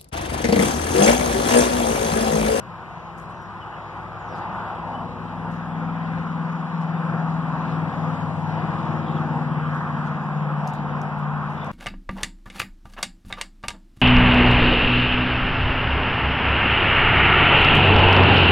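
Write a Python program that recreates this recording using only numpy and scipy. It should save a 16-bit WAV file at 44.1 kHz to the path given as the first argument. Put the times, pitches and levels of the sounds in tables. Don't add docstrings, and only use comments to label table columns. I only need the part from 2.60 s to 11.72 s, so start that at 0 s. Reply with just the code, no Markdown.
import sys
import numpy as np
from scipy import signal
from scipy.fft import rfft, irfft, next_fast_len
from scipy.io import wavfile
from scipy.ndimage import uniform_filter1d, map_coordinates

SR = 44100
rng = np.random.default_rng(int(sys.argv[2]) if len(sys.argv) > 2 else 0)


def amplitude_ratio(level_db):
    exponent = np.asarray(level_db, float) / 20
    return 10 ** exponent


def wav_out(sig):
    wavfile.write(sys.argv[1], SR, np.round(np.clip(np.atleast_2d(sig).T, -1, 1) * 32767).astype(np.int16))


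N = 402015

# [t/s, f/Hz]
CYCLE_RATE = [(0, 20.87), (1, 20.84), (2, 20.73), (3, 20.66), (3.5, 20.6), (4, 20.48), (4.5, 20.36),
              (5, 20.16), (5.5, 19.85), (6, 19.61), (6.5, 19.29), (7, 19.03), (7.5, 18.75), (8, 18.58),
              (8.5, 18.52), (9.12, 18.5)]
# [t/s, rms level/dB]
FIRING = [(0.0, -55), (0.8, -46), (1.3, -61), (1.9, -44), (2.5, -42), (2.95, -33), (3.65, -28),
          (4.1, -25.5), (4.4, -25), (5.0, -28), (5.45, -28), (5.7, -30), (7.13, -26), (7.4, -30),
          (7.97, -24.5), (8.18, -32.5), (8.65, -28.0), (9.12, -37.5)]
MAIN_ORDERS = [3, 5, 6, 7, 9, 10, 11, 12, 13, 16, 25]
# [order, level/dB]
UNEVEN_ORDERS = [(4, -16.5), (14, -9), (15, -7.5), (17, -4), (18, -0.5), (19, -15), (21, -10.5), (24, 3),
                 (26, -1), (27, -5.5), (28, 5.5)]
# [level/dB, share of the firing swell, cancelled at t/s, again after t/s]
WALL_FADES = [(-59.5, -0.16, 7.0, 7.7), (-45.5, 0.09, .35, 3.9), (-47, 0.43, 3, 5.1),
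              (-36.5, 0.95, 3.37, 5.0), (-35.5, 0.49, 1.4, 8.1), (-39, 0.79, 5.9, 14),
              (-35.5, 0.45, 5.13, 11.5), (-49, -0.16, 0.34, 9.9), (-42, 0.44, 6.1, 1.85),
              (-55, 0.08, 3.95, 4.6), (-65.5, -0.18, 0.05, 10.7)]
WALL_ECHO, FIRING_REF_DB = 0.6, -21.5
# [t/s, length/s, level/dB]
HEDGE_GAPS = [
    (4.853, .7, 6),
    (5.95, 0.92, 10.5),
]
HEDGED_FROM_ORDER = 13.5
SHADOWED_ORDERS = range(9, 14)
CLEARS_S, CLEARING_S, SHADOW_DB = 2.4, 0.57, -14
# [t/s, order, length/s, level/dB]
GLINTS = [(2.4, 13, .5, 11.5), (3.097, 10.6, 0.65, 3), (3.2, 12, .8, -7), (3.802, 11, .3, 3),
          (4.1, 3, 0.93, -7.5), (4.202, 6, .6, -2), (4.2, 16, .8, 8), (4.4, 13, 0.25, -6),
          (4.5, 15, 0.49, 7.5), (4.547, 7, 0.84, 0), (5, 14, .4, 8), (5.15, 3, 0.41, 7), (5.3, 15, 0.33, 9),
          (5.4, 10, .6, 6), (5.5, 16, 0.56, -9.5), (5.55, 5, 0.64, 4.5), (5.6, 13, 0.27, 6),
          (5.8, 11, 0.54, 2), (5.898, 6, 1, 3), (6.1, 13.6, .35, 13.5), (8.6, 10.5, .3, 4.5),
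          (3.4, 14, .6, -7.5), (4.3, 19, .6, 9.5), (3.7, 21, .5, 12), (6.5, 12, 0.71, 9),
          (6.796, 13, .3, 6), (6.8, 10, .3, 4), (7.4, 10, .3, 5.5), (7.4, 13, 0.35, 6), (7.5, 11, 0.5, 2),
          (8, 6, 1.7, -12), (8.001, 7, 1.1, -4.5), (8.3, 13, 0.45, 8), (8.3, 9, .3, -4.5)]
GLINT_ORDERS = 0.6
# [t/s, length/s, level/dB, phase slip/rad]
POSTS = [(2.105, 0.17, -5.5, 1), (3.05, .1, -2.5, .4), (4.087, 0.11, -8, -1), (4.854, 0.11, -1.5, .3),
         (5.05, 0.11, -3, 0.38), (5.335, .06, -2.5, .1), (5.582, 0.065, -5.5, .6),
         (5.721, 0.058, -3.5, -1.1), (6.052, .1, -1, .4), (6.46, 0.12, -3.5, -.4), (7.256, .1, -2, .4),
         (8.154, .1, -2, -.5)]

# [t/s, level/dB, coarseness/dB]
ROAD = [(0.0, -40, 0), (1.6, -36, -1.5), (1.98, -32.5, 2.5), (2.69, -36, 1), (3.63, -32.5, -1),
        (3.73, -34.5, -1), (5.38, -30.5, 1), (5.81, -34, 1), (5.97, -30, 1.5), (6.88, -32, -0.5),
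        (7.21, -31, -2.5), (7.57, -32.5, -1.5), (7.82, -31.5, -0.5), (8.02, -32, 0.5), (8.18, -34, -0.5),
        (8.35, -31, 0.5), (8.58, -33.5, 0), (9.12, -32, -1)]
# [f/Hz, level per Hz/dB]
RUMBLE = [(22, -36), (40, -16.5), (60, -9.5), (100, -3.5), (170, 5.5), (260, -7), (350, -4), (450, -7),
          (520, 0), (650, -37), (900, -78.5)]
DRONE = [(300, -32.5), (450, -7), (600, -0.5), (720, 3.5), (820, 5.5), (950, 3.5), (1150, -12),
         (1600, -48.5)]
ROAR = [(600, -21.5), (850, -9.5), (1050, -0.5), (1300, -4), (1600, -8.5), (2000, -16), (2600, -25),
        (4000, -84.5)]
HISS = [(1200, -40), (2000, 9.5), (2500, 2.5), (3000, -1.5), (4000, -12), (5000, -19), (8000, -49)]
SPRAY = [(2500, -12), (4000, 9.5), (5000, 0), (6500, 1.5), (7500, -10), (9500, -19.5)]
# [f/Hz, level/dB]
SILENT_ENDS = [(5, -120), (22000, -120)]
HISS_DB, HISS_GROWS = -14, 0.75
GRIT_DB, GRIT_NEAR_DB, GRIT_GROWS = -70, 5, 0.35
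NEAREST_S, NEAR_FOR_S = 5.7, 0.92

# [f/Hz, level/dB]
SCATTER = [(5000, -28.5), (6700, -16), (7500, -3), (9000, -7.5), (11000, -16.5), (14200, -26.5),
           (14330, -58)]
BUFFET = [(25, -27), (45, -7.5), (65, 1), (90, 5), (130, -5), (300, -15), (560, -9.5), (800, -43.5)]
CAPSULE = [(3000, -12.5), (6000, 0), (9000, 0.5), (12000, -3), (14200, -3.5), (14330, -51.5)]

# [t/s, length/s, level/dB, centre f/Hz]
RUSTLES = [(0.573, 0.098, -61.5, 6530), (0.688, .05, -67, 6600), (.81, .04, -71, 7000),
           (1.752, 0.077, -60, 4600), (2.9, 0.11, -64, 5300), (3.918, .02, -66, 6060),
           (4.21, 0.043, -59, 4020), (7.142, 0.037, -67, 7460), (7.452, 0.069, -62.5, 4500),
           (8.071, 0.049, -54, 4940), (8.133, 0.035, -59.5, 5920), (8.582, 0.035, -66.5, 7008),
           (8.89, 0.098, -67, 6150), (9.051, .04, -59, 5000)]
# [t/s, length/s, start f/Hz, end f/Hz, level/dB]
BIRDS = [(0.704, 0.16, 6270, 5500, -74), (1.009, 0.031, 3090, 2880, -52.5), (1.138, 0.01, 3060, 2840, -53),
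         (1.15, 0.05, 2600, 2590, -60), (1.589, 0.19, 7270, 4580, -70.5), (1.708, 0.15, 4340, 4160, -64.5),
         (2.332, .038, 2948, 3015, -52.5), (2.372, .04, 2990, 3000, -62), (4.338, 0.057, 3500, 3660, -64),
         (5.047, 0.083, 4200, 3940, -58), (6.413, 0.18, 3520, 3354, -59), (8.096, 0.11, 3920, 4100, -60.5),
         (8.952, 0.097, 3410, 3560, -58)]
BLURRED_S = 0.12
# [t/s, peak level/dB, brightness/dB per octave]
TICKS = [(1.668, -58, -5), (3.9245, -58, 1), (4.2127, -53.5, -0.5), (7.146, -56, -1), (7.446, -54.5, -1),
         (8.0732, -39.5, 1), (8.0769, -33, -1.5), (8.0845, -50.5, -1), (8.0882, -49, -3.5),
         (8.1062, -49.5, -6), (8.1365, -45, 3), (8.142, -49, 1), (8.151, -53, -1), (8.4165, -40, 0),
         (8.422, -53.5, 2), (8.431, -53.5, -1), (9.0462, -44, 2)]
# [f/Hz, level/dB]
CREAK = [(2000, -26.5), (3500, -2.5), (5000, 8), (7000, 4.5), (10000, -3.5), (14000, -7.5)]

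# [f/Hz, likeness 0-1]
ALIKE = [(60, .6), (150, .9), (550, .6), (1600, .7), (2600, .45), (5000, .35), (7000, .3)]
# [f/Hz, level/dB]
WIDTH = [(60, 21), (150, -2.5), (550, -9.5), (1100, -2.5), (2000, -3), (5000, 0.5), (14000, -4)]
# [f/Hz, level/dB]
LEAN = [(60, 4), (120, 6.5), (240, 4.5), (470, 4.5), (920, 0.5), (1830, 1.5), (3620, 2.5), (7180, 3),
        (14200, 0.5)]
# [t/s, level/dB]
BEARING = [(0, -1), (2.2, -1), (2.7, -1), (4, -1), (6, -0.5), (7.5, -2), (9.12, -1.5)]
COMB_HZ, FLIP_HZ = 2124, 592
STEREO_BANDS = [0, 192, 208, 224, 240, *range(256, 417, 32)]


def unit(x):
    return x / np.sqrt(np.mean(x ** 2) + 1e-20)


def along(points, hz):
    f, v = np.transpose(points)
    return np.interp(np.log(hz + 1), np.log(f + 1), v)


def curves(rows):
    s, *cols = np.transpose(rows)
    return np.array([np.interp(np.arange(N) / SR, s, c) for c in cols])


def spread_out(coarse):
    return np.interp(np.arange(N), 64 * np.arange(len(coarse)), coarse)


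def wobble(rate):
    knots = rng.standard_normal(int(N * rate / SR) + 4)
    coarse = np.arange(0, N + 64, 64)
    return spread_out(map_coordinates(knots, [coarse * rate / SR]))


def bump(s, length):
    coarse = np.arange(0, N + 64, 64)
    return np.exp(-4 * ((coarse / SR - s) / length) ** 2)


def filtered(x, response):
    m = next_fast_len(x.shape[-1] + 8192)
    spectrum = rfft(x, m) * response(np.fft.rfftfreq(m, 1 / SR))
    return irfft(spectrum, m)[..., :x.shape[-1]]


def rush(spectrum, patchy_db):
    z = signal.stft(rng.standard_normal((2, N)), nperseg=512)[2]
    patches = uniform_filter1d(rng.standard_normal(z.shape[1:]), size=4, axis=0)
    patches = unit(uniform_filter1d(patches, size=24, axis=1))
    pair = signal.istft(z * amplitude_ratio(patchy_db * patches), nperseg=512)[1][:, :N]
    closed = [SILENT_ENDS[0], *spectrum, SILENT_ENDS[1]]
    return unit(filtered(pair, lambda hz: amplitude_ratio(along(closed, hz))))


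def order_levels():
    t = np.arange(N) / SR
    firing_db = curves(FIRING)[-1]
    open_db = sum(db * np.sin(np.pi * np.clip((t - s) / length, 0, 1)) ** 0.5 for s, length, db in HEDGE_GAPS)
    shadow_db = SHADOW_DB * np.clip((CLEARS_S - t) / CLEARING_S, 0, 1)
    levels = []
    for k, (db, share, s, again) in zip(MAIN_ORDERS, WALL_FADES):
        echo_phase = 2 * np.pi * (t - s) / again
        level = db + share * (firing_db - FIRING_REF_DB)
        level = level + 10 * np.log10(1 + WALL_ECHO ** 2 - 2 * WALL_ECHO * np.cos(echo_phase))
        if k > HEDGED_FROM_ORDER:
            level = level + open_db
        if k in SHADOWED_ORDERS:
            level = level + shadow_db
        levels.append(level)
    return firing_db, levels


def engine(stray=0.22, spread=0.13, flutter_db=1.4, far_db=-6, drift_db=0.66, hunt=0.062, shake=0.021):
    rate_hz = curves(CYCLE_RATE)[0]
    firing_db, levels = order_levels()
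    turn = 2 * np.pi * np.cumsum(rate_hz) / SR
    turn = turn + hunt * wobble(1.191) + shake * wobble(8)
    cut_db = spread_out(sum(db * bump(s, length) for s, length, db, _ in POSTS))
    slip = spread_out(sum(rad * bump(s, length) for s, length, _, rad in POSTS))
    out = np.zeros((2, N))
    for k, extra_db in [(8, 0)] + [(k, 0) for k in MAIN_ORDERS] + list(UNEVEN_ORDERS):
        firing, away = k == 8, abs(k - 8)
        if firing:
            level = firing_db
        else:
            place = np.interp(k, MAIN_ORDERS, np.arange(len(MAIN_ORDERS)))
            below = min(int(place), len(MAIN_ORDERS) - 2)
            level = levels[below] + (place - below) * (levels[below + 1] - levels[below])
        glint_db = sum(db * np.exp(-((k - order) / GLINT_ORDERS) ** 2) * bump(s, length)
                       for s, order, length, db in GLINTS)
        level = level + spread_out(glint_db) + cut_db / (1 + away)
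        level = level + extra_db + flutter_db * wobble(9) + (not firing) * drift_db * wobble(2.5)
        size = np.sqrt(2) * amplitude_ratio(level)
        phase = firing * slip + spread * (k - 8) ** 3 + stray * (1 + away) * wobble(1.5)
        out[0] += size * np.cos(k * turn + phase)
        out[1] += size * amplitude_ratio(far_db) * np.cos(k * turn + 2 * wobble(0.53))
    return out


def grit_db():
    level_db = curves(ROAD)[0]
    near = 1 / (1 + ((np.arange(N) / SR - NEAREST_S) / NEAR_FOR_S) ** 2)
    return GRIT_DB + GRIT_NEAR_DB * near + GRIT_GROWS * (level_db - level_db.mean())


def road():
    level_db, coarse_db = curves(ROAD)
    usual_db = level_db.mean()
    rumble_db = level_db - 5.5 + 0.45 * wobble(1.2)
    drone_db = level_db - 2.06 + coarse_db + 0.66 * wobble(7)
    roar_db = level_db - 1.65 - 0.66 * coarse_db + 0.73 * wobble(6)
    hiss_db = usual_db + HISS_DB + HISS_GROWS * (level_db - usual_db) + 0.6 * wobble(4) + 0.34 * wobble(9)
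    spray_db = grit_db() + 6 + 1.2 * wobble(17)
    rumble = amplitude_ratio(rumble_db) * rush(RUMBLE, patchy_db=2.0)
    drone = amplitude_ratio(drone_db) * rush(DRONE, patchy_db=1.62)
    roar = amplitude_ratio(roar_db) * rush(ROAR, patchy_db=1.5)
    hiss = amplitude_ratio(hiss_db) * rush(HISS, patchy_db=1.2)
    spray = amplitude_ratio(spray_db) * rush(SPRAY, patchy_db=2.0)
    return rumble + drone + roar + hiss + spray


def loose_air():
    leaves = amplitude_ratio(grit_db() - 7.5 + 1.3 * wobble(11)) * rush(SCATTER, patchy_db=2.5)
    eddies = amplitude_ratio(-55.5 + 1.7 * wobble(0.81)) * rush(BUFFET, patchy_db=1.5)
    capsules = amplitude_ratio(-78.5) * rush(CAPSULE, patchy_db=-5.0)
    return (leaves + eddies + capsules) * amplitude_ratio([[2.2], [-2.2]])


def cloth(top_hz=14300):
    out = np.zeros((2, N + SR))
    for s, length, db, centre_hz in RUSTLES:
        u = np.arange(int(length * SR)) / (length * SR)
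        draw = rng.standard_normal((3, SR // 8))
        grain = amplitude_ratio(3.2 * unit(uniform_filter1d(draw[2], size=120)))
        colour = lambda hz: (hz / centre_hz) ** 3 / (1 + (hz / centre_hz) ** 5.7) * (hz < top_hz)
        fibres = unit(filtered(draw[:2] * grain, colour))[:, :len(u)]
        out[:, round(s * SR):][:, :len(u)] += amplitude_ratio(db) * fibres * np.sin(np.pi * u ** 0.51)
    return out[:, :N] * amplitude_ratio([[3.2], [-3.2]])


def birds():
    out = np.zeros(N + SR)
    for s, length, start_hz, end_hz, db in BIRDS:
        blur = min((length / BLURRED_S) ** 2, 1)
        u = np.arange(int(length * SR)) / (length * SR)
        noise = rng.standard_normal(len(u))
        scatter = unit(signal.fftconvolve(noise, np.hanning(SR // 500), "same"))
        tone = np.sin(2 * np.pi * np.cumsum(start_hz + (end_hz - start_hz) * u) / SR)
        swell = np.sin(np.pi * u) ** 0.25 * amplitude_ratio(5.3 * (u - 0.5))
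        out[round(s * SR):][:len(u)] += amplitude_ratio(db + 9.5) * swell * (1 - blur + blur * scatter) * tone
    t = np.arange(SR // 4) / SR
    echo = amplitude_ratio(-60 * t / 0.22) * rng.standard_normal(len(t))
    wet = signal.fftconvolve(out, amplitude_ratio(-7) * echo / np.linalg.norm(echo))
    return np.array([out[:N] + wet[:N], wet[200:N + 200]])


def chair():
    out, t = np.zeros((2, N + SR)), np.arange(500) / SR
    lead_in = 50
    for s, db, tilt_db in TICKS:
        snap = rng.standard_normal((3, len(t))) * amplitude_ratio(-60 * t / 0.005)
        pair = np.pad(0.8 * snap[0] + 0.6 * snap[1:], [(0, 0), (lead_in, 0)])
        colour = lambda hz: amplitude_ratio(along(CREAK, hz) + tilt_db * np.log2((hz + 1) / 7000))
        out[:, round(s * SR) - lead_in:][:, :len(t) + lead_in] += amplitude_ratio(db) * filtered(pair, colour)
    return out[:, :N] * amplitude_ratio([[3.6], [-3.6]])


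def ports(pair):
    lead = lambda hz: np.pi * (hz / COMB_HZ - (hz > FLIP_HZ) / 2)
    alike = lambda hz: np.clip(along(ALIKE, hz), 0, 1)
    shares = lambda hz: np.array([alike(hz), np.sqrt(1 - alike(hz) ** 2)])
    apart = lambda hz: 1j * np.sin(lead(hz)) * amplitude_ratio(along(WIDTH, hz)) * shares(hz)
    mid = filtered(pair[0], lambda hz: np.cos(lead(hz)))
    side = filtered(pair, apart).sum(axis=0)
    steeper = lambda hz: np.where(hz > FLIP_HZ, 1.72 + 0.14 * np.sin(2 * lead(hz)) ** 2, 1)
    lean_db = lambda hz: along(LEAN, hz) * steeper(hz)
    return filtered(np.array([mid + side, mid - side]), lambda hz: amplitude_ratio(lean_db(hz) * [[0.5], [-0.5]]))


def joint_stereo(x, masked_db=-12, rise_db=2.2, drift_db=4):
    z = signal.stft([x[0] + x[1], x[0] - x[1]], SR, nperseg=2048)[2]
    power = np.add.reduceat(np.abs(z) ** 2, STEREO_BANDS, axis=1)
    drift = unit(uniform_filter1d(rng.standard_normal(power.shape[1:]), size=4))
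    rise = np.log(1 + np.arange(len(STEREO_BANDS)))[:, None]
    margin_db = masked_db + rise_db * rise + drift_db * drift
    kept = power > amplitude_ratio(2 * margin_db) * power[::-1]
    kept[:, 0] = kept[:, -1] = kept[..., -3:] = True
    gate = np.repeat(kept, np.diff([*STEREO_BANDS, z.shape[1]]), axis=1)
    mid, side = signal.istft(z * gate, SR, nperseg=2048)[1][:, :N] / 2
    return np.array([mid + side, mid - side])


def scene():
    bearing_db = curves(BEARING) * [[0.5], [-0.5]]
    distant = ports(engine() + road() + birds()) * amplitude_ratio(bearing_db)
    return distant + loose_air() + cloth() + chair()


def low_pass(x):
    return signal.sosfilt(signal.butter(12, 14820, fs=SR, output="sos"), x)


def record(dry):
    limited = filtered(dry, lambda hz: hz < 14450)
    mix = joint_stereo(limited)
    return low_pass(mix)


dry = scene()
out = record(dry)
wav_out(out)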